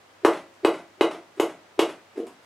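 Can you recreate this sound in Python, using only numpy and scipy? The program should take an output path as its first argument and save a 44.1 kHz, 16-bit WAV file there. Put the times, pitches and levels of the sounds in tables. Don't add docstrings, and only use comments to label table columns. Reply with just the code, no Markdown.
import sys
import numpy as np
from scipy import signal
from scipy.fft import rfft, irfft, next_fast_len
from scipy.io import wavfile

SR = 44100
rng = np.random.default_rng(int(sys.argv[2]) if len(sys.argv) > 2 else 0)


def magnitude_from_level(level_db):
    exponent = np.asarray(level_db, float) / 20
    return 10 ** exponent


def materialize(psi):
    bounded = np.clip(np.atleast_2d(psi).T, -1, 1)
    quanta = np.round(bounded * 32767).astype(np.int16)
    wavfile.write(sys.argv[1], SR, quanta)


N = 108045
DRUM_HZ = 362


def unit(x):
    return x / np.sqrt(np.mean(x ** 2) + 1e-20)


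def along(points, hz):
    point_hz, values = np.transpose(points)
    return np.interp(np.log(hz + 1), np.log(point_hz + 1), values)


def filtered(x, response):
    size = next_fast_len(x.shape[-1] + SR // 2)
    spectrum = rfft(x, size) * response(np.fft.rfftfreq(size, 1 / SR))
    return irfft(spectrum, size)[..., :x.shape[-1]]


def stereo_noise(size, spectrum, likeness):
    def colour(hz):
        angle = np.arccos(np.clip(along(likeness, hz), -1, 1)) / 2
        return magnitude_from_level(along(spectrum, hz)) * [np.cos(angle), np.sin(angle)]

    mid, side = filtered(rng.standard_normal((2, size)), colour)
    return np.array([mid + side, mid - side])


def hiss(spectrum, size):
    lowest_hz = spectrum[0][0]
    noise = rng.standard_normal(size)
    return unit(filtered(noise, lambda hz: magnitude_from_level(along(spectrum, hz)) * (hz > lowest_hz)))


def add(track, start_s, sound):
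    start = round(start_s * SR)
    track[start:][:len(sound)] += sound[:len(track) - start]


# frequency_hz, density_db [dB per Hz]
FLOOR_COLOUR = [(25, -27), (60, -17.5), (130, -10.5), (400, -4.5), (700, -2.5), (2000, -8.5), (7000, -21),
                (16000, -35)]
# frequency_hz, likeness [0-1]
FLOOR_LIKENESS = [(60, 0.957), (240, 0.712), (950, 0.3002), (3770, 0.1627), (15000, 0.0689)]


def background():
    t = np.arange(N) / SR
    air = magnitude_from_level(-55) * unit(stereo_noise(N, FLOOR_COLOUR, FLOOR_LIKENESS))
    hum = magnitude_from_level(-75) * np.sqrt(2) * np.sin(2 * np.pi * 100 * t)
    squeak_s, squeak_hz, half_length_s = 1.3849, 3429, 0.002
    phase = 2 * np.pi * squeak_hz * t
    envelope = magnitude_from_level(-66) * np.exp(-((t - squeak_s) / half_length_s) ** 4)
    return air + hum + envelope * (np.sin(phase) + .7 * np.sin(2 * phase))


# delay_s, reflection_factor [signed ratio]
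WALL_ECHOES = [(.01, .1), (.0144, .15), (.0221, -.35), (.0313, -.5), (.0347, .09), (.0387, .33),
               (.0463, -.17), (.0522, -.2), (.0612, -.15), (.081, -.1)]


def wall_echoes(size):
    echoes = np.zeros(size)
    for delay_s, factor in WALL_ECHOES:
        echoes[round(delay_s * SR)] = factor
    return filtered(echoes, lambda hz: 1 / (1 + (hz / 560) ** 8))


# frequency_hz, level_db, t60_s
STANDING_WAVES = [(336.86, -22, 0.46885), (546.05, -29, 0.5567), (624.62, -13.5, 0.311), (702, -29, 0.3385),
                  (838.15, -18, 0.266), (997.26, -8.5, 0.1), (1058.5, -36.5, 0.3038), (1090, -16, 0.21),
                  (1360.1, -24.5, 0.3346), (1972.3, -30, 0.4609)]


def standing_waves(t):
    modes = 0
    for hz, level_db, t60_s in STANDING_WAVES:
        modes = modes + magnitude_from_level(level_db - 60 * t / t60_s) * np.sin(2 * np.pi * hz * t)
    return modes * (1 - np.exp(-(t / 0.03) ** 2))


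TAIL_RISE_S = 0.005193
# frequency_hz, t60_s
TAIL_T60 = [(150, 0.4113), (400, 0.192), (1000, 0.30159), (3000, 0.25735), (9000, 0.25727),
            (15000, 0.14305)]
# frequency_hz, level_db [over the direct sound]
TAIL_LEVEL = [(120, 9.5), (190, 11), (350, 3), (500, 9.5), (900, 11), (2000, 5), (5000, 7.5), (12000, 10.5)]
# frequency_hz, likeness [0-1]
TAIL_LIKENESS = [(100, 0.9866), (400, 1), (1500, 0.99722), (4000, 0.92583), (10000, 0.8125),
                 (15000, 0.2043)]
# frequency_hz, rise_s
TAIL_BUILD_UP = [(400, 0.07216), (650, 0.0013), (3000, TAIL_RISE_S)]


def diffuse_tail(t):
    noise = stereo_noise(len(t), TAIL_LEVEL, TAIL_LIKENESS)
    hz, frame_s, z = signal.stft(noise, SR, nperseg=256)
    decay = magnitude_from_level(-60 * frame_s / along(TAIL_T60, hz)[:, None])
    growth = 1 - np.exp(-(frame_s / along(TAIL_BUILD_UP, hz)[:, None]) ** 2)
    tail = signal.istft(z * decay * growth, SR, nperseg=256)[1][:, :len(t)]
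    return tail * (t > 0.0018) / np.sqrt(SR / 20)


def kitchen(near, blows):
    size = SR * 6 // 10
    t = np.arange(size) / SR
    response = diffuse_tail(t) + wall_echoes(size)
    reflected = signal.fftconvolve(near[None], response, axes=1)[:, :N]
    return reflected + signal.fftconvolve(blows, standing_waves(t))[:N]


# start_s, level_db, t60_s
FIBRE_TICKS = [
    (.541, -59.5, .02),
    (.952, -74, 0.0223),
    (1.363, -56.5, 0.01057),
    (2.177, -51, 0.02037),
    (2.268, -48.5, 0.02536),
    (2.428, -64.5, 0.0908),
]
# frequency_hz, density_db [dB per Hz]
FIBRE_COLOUR = [(1500, -4.5), (4000, -19), (7500, -13), (11000, -18), (14000, -28), (16000, -30.5)]


def fibre_ticks():
    out, t = np.zeros(N), np.arange(SR // 10) / SR
    for start_s, level_db, t60_s in FIBRE_TICKS:
        add(out, start_s, magnitude_from_level(level_db - 60 * t / t60_s) * hiss(FIBRE_COLOUR, len(t)))
    return out


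# release_s, level_db, rise_s, scratch_db [over the drum]
SOFT_CONTACTS = [(0.241, -33.5, .012, -24.5), (0.641, -27.5, .012, -25.5), (1, -44.5, .012, -20.5),
                 (1.381, -34, .012, -17), (1.788, -32, .012, -23.5), (2.165, -39, .014, -14),
                 (2.174, -33, 0.0055, -18), (2.181, -19.5, .006, -31), (2.194, -21.5, 0.0054, -46.5),
                 (2.202, -20.5, 0.0038586, -28), (0.987, -50.5, 0.021, -18), (0.336, -27.5, .015, -10),
                 (.375, -40.5, .02, -2.5), (0.744, -38, .02, -3), (0.788, -51.5, .02, 3.5),
                 (1.115, -30, .008, -6.5), (1.149, -31, 0.010045, -15.5), (1.501, -50.5, .02, 5.5),
                 (1.9, -34, .02, -6), (2.269, -42.5, .002, -1.5), (1.391, -37, 0.0069, -32.5)]
# frequency_hz, density_db [dB per Hz]
SCRATCH_COLOUR = [(500, -0.5), (700, 6), (1100, -3), (2200, -1), (6000, -19), (10500, -23), (12500, -32),
                  (15000, -52)]


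def touches():
    out, t = np.zeros(N), np.arange(SR // 10) / SR
    fade_s, drag_s = 0.0024558, 0.007986
    overtone = magnitude_from_level(-18) * np.sin(2 * np.pi * 647.75 * t)
    for release_s, level_db, rise_s, scratch_db in SOFT_CONTACTS:
        rise_s = np.clip(rise_s, .001, .05)
        swell = np.sin(np.pi / 2 * np.minimum(t / rise_s, 1)) ** 2
        after = np.maximum(t - rise_s, 0)
        tone = np.sin(2 * np.pi * 1.0277 * DRUM_HZ * (t - rise_s)) + overtone
        drum = np.exp(-(after / fade_s) ** 2) * tone
        scratch = magnitude_from_level(scratch_db) * np.exp(-after / drag_s) * hiss(SCRATCH_COLOUR, len(t))
        add(out, release_s - rise_s, magnitude_from_level(level_db) * swell * (drum + scratch))
    return out


def thump(t):
    sag_turns, sag_s, t60_s, hold_s, choke_s = .46, .0006, .1, .0066, .0012
    turns = -.6 + DRUM_HZ * t + sag_turns * (1 - np.exp(-t / sag_s))
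    attack = 1 - np.exp(-t / .0002)
    choke = np.exp(-np.maximum(t - hold_s, 0) / choke_s)
    return np.cos(2 * np.pi * turns) * attack * magnitude_from_level(-60 * t / t60_s) * choke


# frequency_hz, level_db, t60_s
SHEET_MODES = [(717.2, -50, 0.016), (980.1, -22, 0.01597), (1179.3, -11, 0.012824), (1483.5, -7, 0.009483),
               (1725.6, -5.5, 0.005888), (2004.7, -5.5, 0.010535), (2507.8, -11.5, 0.02203),
               (2892.1, -14, 0.02295), (3826.2, -19.5, 0.01688)]


def snap(t, tilt_db):
    ring = 0
    for hz, level_db, t60_s in SHEET_MODES:
        mode_db = level_db + tilt_db * np.log2(hz / 1500) + rng.normal(0, 1)
        ring = ring - magnitude_from_level(mode_db - 60 * t / t60_s) * np.sin(2 * np.pi * hz * t)
    return ring * (1 - np.exp(-t / 0.0005775))


# frequency_hz, density_db [dB per Hz]
TEAR_COLOUR = [(1470, -6.5), (2500, 0.5), (7190, -14.5), (8140, -11), (9580, -17.5), (10700, -14),
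               (16000, -34.5)]


def tearing(t, level_db, tilt_db):
    colour = [(hz, density_db + tilt_db * np.log2(hz / 6000)) for hz, density_db in TEAR_COLOUR]
    fizz = magnitude_from_level(level_db - 27 - 60 * t / 0.065804) * hiss(colour, len(t))
    return fizz * (1 - np.exp(-(t / 0.0005681) ** 2))


def crack(impulses):
    return filtered(impulses, lambda hz: magnitude_from_level(along(TEAR_COLOUR, hz)) * (hz / (hz + 2500)) ** 2)


POKE_TIMES = [.2490, .6485, 1.0100, 1.3986, 1.7919]
# thump_db, snap_db and fizz_db [over the thump], snap_tilt and fizz_tilt [dB/octave]
POKE_LEVELS = [
    (-3.5, -2, 6, -15, -1.5),
    (-5, -4.5, -0.5, 4, 2),
    (-5.5, -2.5, 2, 5.0264, -0.494),
    (-8, -6.5, 4, 3.4628, 3),
    (-6.5, -5.5, 12.5, -1.0012, -2.5),
]


def pokes():
    out, blows, cracks = np.zeros((3, N))
    t = np.arange(SR // 10) / SR
    for start_s, levels in zip(POKE_TIMES, POKE_LEVELS):
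        thump_db, snap_db, fizz_db, snap_tilt_db, fizz_tilt_db = levels
        add(out, start_s, magnitude_from_level(thump_db) * (thump(t) + magnitude_from_level(snap_db) * snap(t, snap_tilt_db)))
        tear = magnitude_from_level(thump_db) * tearing(t, fizz_db, fizz_tilt_db)
        add(out, start_s - .0008, tear)
        blows[round(start_s * SR)] = magnitude_from_level(thump_db + snap_db)
        cracks[round(start_s * SR)] = -magnitude_from_level(thump_db + fizz_db - 23.5)
    return out + crack(cracks), blows


def microphone(x):
    heard = filtered(x, lambda hz: 1 / np.sqrt(1 + (165 / (hz + 1)) ** 7))
    return heard * magnitude_from_level([[.1], [-.1]])


def scene():
    pops, blows = pokes()
    near = pops + touches() + fibre_ticks()
    return microphone(near + kitchen(near, blows)) + background()


def low_pass(x):
    return signal.sosfilt(signal.butter(12, 16460, fs=SR, output="sos"), x)


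def record(dry):
    mix = filtered(dry, lambda hz: hz < 15900)
    return low_pass(mix)


dry = scene()
out = record(dry)
materialize(out)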